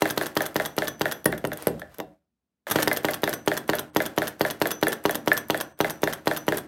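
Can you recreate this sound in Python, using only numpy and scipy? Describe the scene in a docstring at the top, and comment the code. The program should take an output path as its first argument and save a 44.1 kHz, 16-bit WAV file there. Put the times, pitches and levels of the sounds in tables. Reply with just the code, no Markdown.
"""A small flame-licker model engine on a wooden table slows down, close to the microphone in a damped room.
Each powered turn gives a deep knock, a hollow clack and a chink of loose metal linkage, over gritty rubbing.
Four unpowered turns knock twice, the clack later in each of three and almost gone in the last; fingers stop it.
A hand flicks the flywheel, the linkage rattles, and it clacks on at about four and a half turns a second.
Blows ring damped modes, contacts are coloured impulses or noise bursts, and rubbing is modulated noise."""
import sys
import numpy as np
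from scipy import signal
from scipy.fft import rfft, irfft
from scipy.io import wavfile
from scipy.ndimage import uniform_filter1d

SR = 44100
rng = np.random.default_rng(int(sys.argv[2]) if len(sys.argv) > 2 else 0)


def output_pcm(signal):
    """Save a mono or channel-first signal as 16-bit PCM at the path in sys.argv[1].

    Samples are clipped to [-1, 1] before scaling.
    """
    pcm = np.clip(np.atleast_2d(signal).T, -1, 1) * 32767
    wavfile.write(sys.argv[1], SR, np.round(pcm).astype(np.int16))


N = 294147
TIME = np.arange(N) / SR  # s
FLICK_S = 2.6686  # the hand restarts the wheel

# Modes of frame, base plate and table. Each row: frequency in Hz, t60 in seconds,
# relative level in dB under a knock, relative level in dB under a clack.
BODY = [(162, .17, -29, -35), (221, .13, -23, -33), (315, .2, -14, -16.5), (357, .09, -19, -13),
        (404, .16, -10.3, -15), (505, .075, -15, -23), (568, .11, -13, -13), (688, .06, -15, -16),
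        (807, .1, -14.5, -17), (936, .07, -11, -19), (1110, .05, -16, -24), (1259, .05, -20, -22),
        (1380, .07, -23, -24), (1462, .04, -24, -8), (1722, .035, -25, -6), (1851, .05, -17, -12),
        (2034, .04, -22, -8), (2732, .22, -33, -38), (2890, .05, -25, -35), (3835, .05, -32, -39)]
# Powered turns, each opening with the piston's knock. Each row: start in seconds, length of the stroke
# in seconds, relative levels in dB of the knock and of the table thud, where the slide catches as a share
# of the stroke, relative levels in dB of the catch, the rattle and the spring.
TURNS = [(0.0203, .086, -9.5, -30, 0.83, -23, -18, -61), (0.1752, 0.09, -14.5, -25, 0.55, -22.5, -22, -68),
         (0.367, 0.095, -12.5, -28, 0.56, -16.5, -21.5, -66), (.558, .1, -14, -22.5, 0.86, -31, -20.5, -50),
         (0.78, 0.1, -13.5, -23, 0.5, -39, -19.5, -48.5), (1.0108, 0.11, -12.5, -25, .55, -37, -19, -52),
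         (2.7578, 0.07, -12, -20, .55, -28, -13, -70), (2.8746, .096, -11.5, -32, .58, -13, -18.5, -67),
         (3.0464, .095, -12, -24.5, 0.67, -17.5, -18.5, -68),
         (3.234, .102, -12, -25, 0.58, -16, -19.5, -50), (3.4756, 0.099, -10.5, -26, .6, -27, -19.5, -66),
         (3.6924, 0.1, -10.5, -24, 0.6, -17, -19.5, -70),
         (3.9624, 0.099, -9.5, -25, 0.58, -22.5, -20.5, -70), (4.178, 0.1, -11, -23, 0.47, -27, -19.5, -68),
         (4.4094, 0.099, -10, -26, 0.55, -21, -20, -62), (4.6157, 0.098, -9.5, -33, 0.57, -15.5, -17, -46),
         (4.8275, .1005, -10.5, -25, .547, -11.5, -18.5, -58),
         (5.0533, 0.1, -10.5, -27, 0.56, -15.5, -18.5, -53),
         (5.2753, 0.1, -10, -26, 0.56, -15.5, -17.5, -50), (5.4998, 0.11, -11, -26.5, 0.69, -19, -19, -52),
         (5.8041, .1003, -10, -23, 0.94, -24, -20.5, -49.5),
         (6.0332, 0.1, -10.5, -21.5, .55, -37, -21.5, -60),
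         (6.2719, 0.099, -10, -25.5, .555, -32, -19.5, -48),
         (6.4814, 0.1, -11.5, -19.5, 0.9, -17, -23.5, -70)]
# Unpowered turns as it runs down: the piston knocks twice; the valve drops later in each of the first
# three turns and hardly sounds in the last.
# Each row: start in seconds, relative levels in dB of the knock and of the table thud, delay of the
# rebound in seconds, its relative level in dB, delay of the valve in seconds, its relative level in dB.
COASTING = [(1.2581, -13, -13.5, .0041, -32.5, .068, -16), (1.442, -24, -18, .008, -17, .0758, -20.5),
            (1.6703, -18.5, -15, 0.011, -24.5, .1476, -26.5), (1.99, -33, -31, 0.011, -21.5, 0.01, -57)]


def from_db(db):
    """Level to amplitude: 20 dB is a factor of ten."""
    return 10 ** (np.asarray(db) / 20)


def unit_energy(x):
    """Normalisation: the squared samples sum to one."""
    return x / np.sqrt(np.sum(x ** 2) + 1e-20)


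def at_hz(points, hz, axis=1):
    """Interpolation over log frequency: reads one column of a table."""
    points = np.array(points)
    log_hz = np.log(np.maximum(hz, 1))
    return np.interp(log_hz, np.log(points[:, 0]), points[:, axis])


def through(x, response):
    """Linear superposition: convolves a signal with an impulse response."""
    return signal.oaconvolve(x, response)[:N]


def colour(points, size=4096):
    """Minimum phase: folding the cepstrum gives a causal response of the given spectral shape."""
    hz = np.arange(size // 2 + 1) * SR / size
    bass_cut = np.clip(hz / points[0][0], 1e-2, 1) ** 2
    gain = from_db(at_hz(points, hz)) * bass_cut
    cepstrum = irfft(np.log(gain))
    cepstrum[1:size // 2] *= 2
    cepstrum[size // 2 + 1:] = 0
    return unit_energy(irfft(np.exp(rfft(cepstrum))))


def clicks(times, levels_db):
    """Impulsive excitation: one single-sample impulse for each contact."""
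    out = np.zeros(N)
    samples = np.round(np.asarray(times) * SR).astype(int)
    out[np.clip(samples, 0, N - 1)] = from_db(levels_db)
    return out


def chatter(times, levels_db, decay_s, size=900):
    """Contact chatter: metal meets metal in a quickly dying noise burst of tiny bounces, new each time."""
    out = np.zeros(N + size)
    age = TIME[:size]
    envelope = np.sqrt(age) * np.exp(-age / decay_s)
    for s, db in zip(times, levels_db):
        start = max(0, int(s * SR))
        grains = rng.standard_normal(size)
        out[start:start + size] += from_db(db) * unit_energy(grains * envelope)
    return out[:N]


def ring(force, hz, t60):
    """Damped resonance: a unit impulse starts one mode, a dying cosine of height 1."""
    radius = from_db(-60 / (t60 * SR))  # decay per sample
    angle = 2 * np.pi * hz / SR
    zeros = [1, -radius * np.cos(angle)]
    poles = [1, -2 * radius * np.cos(angle), radius * radius]
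    return signal.lfilter(zeros, poles, force + 1e-18)  # the offset avoids denormals


def struck(times, levels_db, modes, vary_db):
    """Modal superposition: every blow excites each mode with a slightly different strength."""
    out = np.zeros(N)
    for hz, t60, db in modes:
        variation = vary_db * rng.standard_normal(len(times))
        out += ring(clicks(times, levels_db + db + variation), hz, t60)
    return out


def soften(x, hz):
    """Contact duration: a blow that lasts a while excites little treble, hence a low-pass."""
    return signal.sosfilt(signal.butter(2, min(hz, .45 * SR), fs=SR, output="sos"), x)


def disperse(x, hz, count):
    """Dispersion: bending waves are slower the lower they are, so a blow arrives as a falling chirp."""
    k = np.tan(np.pi * hz / SR)
    pole = (1 - k) / (1 + k)
    allpasses = np.tile([-pole, 1, 0, 1, -pole, 0], (count, 1))
    return signal.sosfilt(allpasses, x + 1e-18)


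def each_stroke(pattern, level_db, spread_db):
    """Periodic mechanism: repeats contacts in every powered turn, stretched to its stroke; (times, levels)."""
    s, stroke = np.transpose(TURNS)[:2]
    share, db = np.transpose(pattern)
    times = s[:, None] + stroke[:, None] * share
    levels = np.reshape(level_db, (-1, 1)) + db + spread_db * rng.standard_normal(times.shape)
    return times.ravel(), levels.ravel()


def swell(times, levels_db):
    """Amplitude envelope: a gain that follows a curve in dB and is silent outside it."""
    gain = np.zeros(N)
    span = slice(*np.searchsorted(TIME, [times[0], times[-1]]))
    gain[span] = from_db(np.interp(TIME[span], times, levels_db))
    return gain


def background(level_db=-78):
    """Stationary noise: white noise coloured into a very quiet floor."""
    # Spectrum of the floor. Each row: frequency in Hz, relative level in dB per Hz.
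    floor_colour = [(30, -10), (70, -1), (130, -9.5), (200, 2), (500, -15), (2000, -24), (16000, -33.5)]
    return from_db(level_db) * through(rng.standard_normal(N), colour(floor_colour))


def rubbing(stroke_db=-43.5, usual_stroke_s=.1, db_per_speed_doubling=17.5, flick_db=-45, size=40):
    """Sliding friction: gritty noise of piston and slide swells in each stroke, louder in fast strokes."""
    # Swell within a stroke. Each row: share of the stroke, relative level in dB.
    stroke_rub = [(-.3, -27), (0, -4), (.28, -6.5), (.66, 0.5), (1.06, -10.5), (1.36, -12.5), (2.1, -25.5)]
    # Rubbing as the wheel runs down. Each row: time in seconds, relative level in dB.
    coast_rub = [(1.258, -56), (1.33, -55), (1.42, -62.5), (1.55, -59), (1.62, -49.5), (1.72, -57.5),
                 (1.88, -70), (1.94, -63), (2.25, -90)]
    # Spectrum of the rubbing. Each row: frequency in Hz, relative level in dB per Hz.
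    rub_colour = [(300, 6.5), (1500, 5.5), (3400, -4), (7500, -9), (10000, -10), (12500, -7.5),
                  (16000, -15.5)]
    share, shape_db = np.transpose(stroke_rub)
    # the flick drags the piston until the first turn after it
    restart_s = min(s for s, *_ in TURNS if s > FLICK_S)
    gain = swell(*np.transpose(coast_rub)) + swell([FLICK_S, restart_s], [flick_db, flick_db])
    for s, stroke, *_ in TURNS:
        speed_db = db_per_speed_doubling * np.log2(usual_stroke_s / stroke)
        gain = np.maximum(gain, swell(s + share * stroke, stroke_db + speed_db + shape_db))
    # grit: the level wanders at random, with a new value every `size` samples
    grid = np.arange(N // size + 2)
    grit_db = np.interp(np.arange(N) / size, grid, rng.normal(0, 3, len(grid)))
    return through(gain * from_db(grit_db) * rng.standard_normal(N), colour(rub_colour))


def linkage(slap_db=17.5, tick_db=13.0, rattle_db=16.5, ring_db=-2.5):
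    """Impact-driven resonance: slaps, ticks and rattles of the steel parts all set the metal ringing."""
    # Thin ticks of cam and valve slide. Each row: share of the stroke, relative level in dB.
    stroke_ticks = [(-.138, -29.5), (.21, -42.5), (.413, -29.5), (.48, -33.5), (.635, -30.5), (.755, -37)]
    # The slide ticks on its own while the wheel is slow. Each row: time in seconds, relative level in dB.
    slow_ticks = [(1.244, -25.5), (1.2562, -13), (1.3224, -27), (1.4723, -25), (1.5732, -25), (1.6237, -24),
                  (1.6705, -13), (1.984, -28)]
    # The metal slap trails the knock, less so in a fast stroke.
    # Each row: length of the stroke in seconds, delay in seconds.
    slap_delay = [(.088, .0017), (.095, .004), (.102, .0048)]
    # The linkage lands just before the stroke ends.
    # Each row: share of the stroke, level in dB against the turn's rattle.
    stroke_landing = [(.93, -5)]
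    # Then it rattles and bounces. Each row: share of the stroke, level in dB against the turn's rattle.
    stroke_rattle = [(.997, 1.5), (1.045, -8)]
    # Slack linkage in the run-down and under the flick. Each row: time in seconds, relative level in dB.
    slack_rattles = [(1.259, -23), (1.378, -29.5), (1.5307, -24), (1.795, -34), (1.943, -40), (2.68, -35.5),
                     (2.6996, -22), (2.7107, -13), (2.715, -14.5), (2.7185, -15.5)]
    # Spectra of the three contacts. Each row: frequency in Hz, relative level in dB per Hz.
    slap_colour = [(200, -9.5), (900, -3.5), (1850, 1.5), (2300, -15.5), (2850, -1.5), (4700, -5),
                   (5400, -9), (6000, -8.5), (8000, -13.5), (10000, -23.5), (12400, -13.5), (16000, -19.5)]
    tick_colour = [(400, 8), (2000, -19), (4500, -15.5), (5800, -15.5), (7700, -16.5), (9300, -14),
                   (10500, -6.5), (12500, -7), (13800, -10.5), (15000, -5.5), (16000, -19.5)]
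    rattle_colour = [(120, 4.5), (300, 10.5), (1000, 7), (1700, 10.5), (2400, -3), (3500, 4.5),
                     (4500, -5.5), (6000, 1), (8200, -7.5), (10000, 0), (12300, 2.5), (13700, 2),
                     (16000, -10)]
    # Modes of cylinder, rods and flywheels. Each row: frequency in Hz, t60 in seconds, relative level in dB.
    metal = [(3371, .11, -25), (6055, .08, -28), (8395, .16, -30), (8402, .62, -48), (9300, .03, -19),
             (11380, .03, -18), (12460, .035, -17), (12815, .07, -26), (14560, .07, -30)]
    s, stroke, _, _, catch_share, catch, rattle, _ = np.transpose(TURNS)
    coast_s, _, _, delay, rebound = np.transpose(COASTING)[:5]

    cam = each_stroke(stroke_ticks, 0, spread_db=2.2)
    catches = s + catch_share * stroke, catch
    ticks = chatter(*np.hstack([cam, catches, np.transpose(slow_ticks)]), decay_s=0.00068)

    slap_s = s + np.interp(stroke, *np.transpose(slap_delay))
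    after_knock = slap_s, -16 + rng.standard_normal(len(s))  # spread of 1 dB
    rebounds = coast_s + delay, rebound - 8.5
    landings = each_stroke(stroke_landing, rattle, spread_db=.7)
    slaps = chatter(*np.hstack([after_knock, rebounds, landings]), decay_s=0.0015)

    stroke_ends = each_stroke(stroke_rattle, rattle, spread_db=.7)
    rattles = chatter(*np.hstack([stroke_ends, np.transpose(slack_rattles)]), decay_s=0.0025)

    out = from_db(slap_db) * through(slaps, colour(slap_colour))
    out += from_db(tick_db) * through(ticks, colour(tick_colour))
    out += from_db(rattle_db) * through(rattles, colour(rattle_colour))
    force = slaps + ticks + rattles
    for hz, t60, db in metal:
        out += from_db(db + ring_db) * ring(force, hz, t60)
    return out


def strikes(level_db=25.5):
    """Hard, short contact: a bright crack of steel on steel as the slide strikes the cylinder."""
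    # Hard strikes at the sharpest changes of speed. Each row: time in seconds, relative level in dB.
    hard_strikes = [(0.019, -40), (1.2579, -16), (1.672, -30), (2.8743, -27)]
    # Spectrum of a strike. Each row: frequency in Hz, relative level in dB per Hz.
    strike_colour = [(300, -1), (1200, 5), (1900, 12.5), (2400, -12.5), (3400, -9.5), (5000, -9),
                     (8000, -19.5), (10200, 7), (13000, -13), (16000, -6)]
    cracks = chatter(*np.transpose(hard_strikes), decay_s=0.0013)
    return from_db(level_db) * through(cracks, colour(strike_colour))


def knocks(crack_db=10.5, thud_db=21.0, table_db=-4.5, contact_hz=3000, plate_hz=1500, table_hz=130):
    """Modal excitation: the main blow rings frame and base and heaves the table; gives (ring, impact)."""
    # Modes of the heaving table top. Each row: frequency in Hz, t60 in seconds, relative level in dB.
    table_modes = [(62, .55, -25), (84, .3, -21.5), (134, .16, -19), (163, .15, -13)]
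    # Spectra of the crack and the thud. Each row: frequency in Hz, relative level in dB per Hz.
    knock_colour = [(60, -10.5), (200, 0), (500, 7), (1000, 6), (2000, -54.5), (4000, -4.5), (8000, -26.5),
                    (12500, -9), (16000, -41)]
    thud_colour = [(110, -9), (170, 4.5), (240, 0), (340, -3), (600, 2.5), (2000, -53.5)]
    turn_s, _, turn_knock, turn_thud = np.transpose(TURNS)[:4]
    coast_s, coast_knock, coast_thud, delay, rebound = np.transpose(COASTING)[:5]
    s, level = np.hstack([(turn_s, turn_knock), (coast_s, coast_knock), (coast_s + delay, rebound)])
    thud_s, thud = np.hstack([(turn_s, turn_thud), (coast_s, coast_thud)])
    modes = np.array(BODY)[:, :3]
    body = soften(struck(s, level, modes, vary_db=1.6), contact_hz)
    crack = through(clicks(s, level + crack_db), colour(knock_colour))
    push = through(clicks(thud_s, thud + thud_db), colour(thud_colour))
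    table = struck(thud_s, thud + table_db, table_modes, vary_db=1)
    impact = crack + push + soften(table, hz=446)
    in_plate = disperse(np.array([body, impact]), plate_hz, count=2)
    return disperse(in_plate, table_hz, count=4)


def clacks(ring_db=-8.5, crack_db=16.5, contact_hz=3000, longest_bounce_s=0.012, bounce_db=-9.0, plate_hz=800):
    """Selective modal excitation: the valve lands, and bounces once, with its own balance of body modes."""
    # Spectrum of the crack. Each row: frequency in Hz, relative level in dB per Hz.
    clack_colour = [(200, -36.5), (600, 16.5), (1100, -11.5), (1700, 10), (2400, -24), (3400, -4),
                    (5000, -22.5), (9000, -25), (12500, -24), (16000, -29.5)]
    coast_s, *_, delay, coast_valve = np.transpose(COASTING)
    # the valve falls back part way through every stroke, and once under the flick
    running = each_stroke([(.411, 0)], -13, spread_db=-0.1)
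    flick = [FLICK_S], [-24]
    s, level = np.hstack([running, (coast_s + delay, coast_valve), flick])
    modes = [(hz, t60, db) for hz, t60, _, db in BODY]
    landing = soften(struck(s, level + ring_db, modes, vary_db=5.0), contact_hz)
    bounce_s = longest_bounce_s * rng.uniform(0.77, 1.0, len(s))
    bounces = clicks(s + bounce_s, level + bounce_db)
    crack = from_db(crack_db) * through(clicks(s, level) + bounces, colour(clack_colour))
    return disperse(landing + crack, plate_hz, count=12)


def spring():
    """Beating: struck as the stroke ends, close pairs of modes sing on into the gap between turns."""
    # Modes of the spring. Each row: frequency in Hz, t60 in seconds, relative level in dB.
    spring_modes = [(5840, .25, -6), (5883, .35, -4), (5960, .25, -6), (6010, .3, -5), (6061, .42, -2),
                    (6130, .25, -6), (12705, .25, -5), (12790, .25, -6)]
    s, stroke, *_, level = np.transpose(TURNS)
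    return struck(s + stroke, level, spring_modes, vary_db=4.0)


def flywheel():
    """Damped low modes: a finger on the rim makes the wheel hum briefly."""
    # Fingers stop and flick the wheel. Each row: time in seconds, relative level in dB.
    fingers = [(2.003, -28.5), (2.6685, -34.5), (2.76, -50)]
    # Modes of the wheel on its shaft. Each row: frequency in Hz, t60 in seconds, relative level in dB.
    wheel_modes = [(575, .14, -3.5), (650, .1, -3), (737, .2, -14), (1378, .15, -20)]
    return soften(struck(*np.transpose(fingers), wheel_modes, vary_db=4.5), hz=1530)


def room(x, build_s=0.0047, count=18):
    """Diffuse reverberation: a noise tail builds up in milliseconds and decays at a rate set by frequency."""
    # Decay of the room. Each row: frequency in Hz, t60 in seconds, relative level of the reverberation in dB.
    room_decay = [(60, 1, -3.5), (160, 0.47, 1.5), (414, 0.28, -3), (1030, 0.33, -8), (2900, 0.24, -12),
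                  (7700, 0.13, -18), (15000, 0.13, -14)]
    age = TIME[:SR * 3 // 4]
    tail = np.zeros(len(age))
    build_up = 1 - np.exp(-(age / build_s) ** 2)
    edges = np.geomspace(45, 17000, count + 1)  # Hz
    for low, high in zip(edges, edges[1:]):
        hz = np.sqrt(low * high)
        band_pass = signal.butter(2, [low, high], "band", fs=SR, output="sos")
        band = signal.sosfilt(band_pass, rng.standard_normal(len(age)))
        fade = from_db(-60 * age / at_hz(room_decay, hz)) * build_up
        # energy in proportion to bandwidth keeps the spectrum even before the room's own level
        band_gain = np.sqrt(2 * (high - low) / SR) * from_db(at_hz(room_decay, hz, axis=2))
        tail += unit_energy(band * fade) * band_gain
    return through(x, tail)


def scene():
    """Direct and reverberant field: engine, room and floor; the frame's ring is heard mostly directly."""
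    floor = background()
    frame, impact = knocks()
    contacts = from_db(5.5) * rubbing() + linkage() + strikes() + impact + clacks() + spring() + flywheel()
    frame_in_room = .3
    reverberation = room(contacts + frame_in_room * frame)
    return (frame + contacts + reverberation + floor)[None]


def record(dry, threshold_db=-58, depth_db=8, size=900, cutoff_hz=16100):
    """Band-limiting and expansion: deep bass drops, quiet moments are turned down, the top is cut steeply."""
    x = signal.sosfilt(signal.butter(6, 55, "high", fs=SR, output="sos"), dry)
    level_db = 10 * np.log10(np.maximum(uniform_filter1d(x ** 2, size), 1e-14))
    x = x * from_db(np.clip(level_db - threshold_db, -abs(depth_db), 0))
    return signal.sosfilt(signal.ellip(10, .2, 80, cutoff_hz, fs=SR, output="sos"), x)


dry = scene()
out = record(dry)
output_pcm(out)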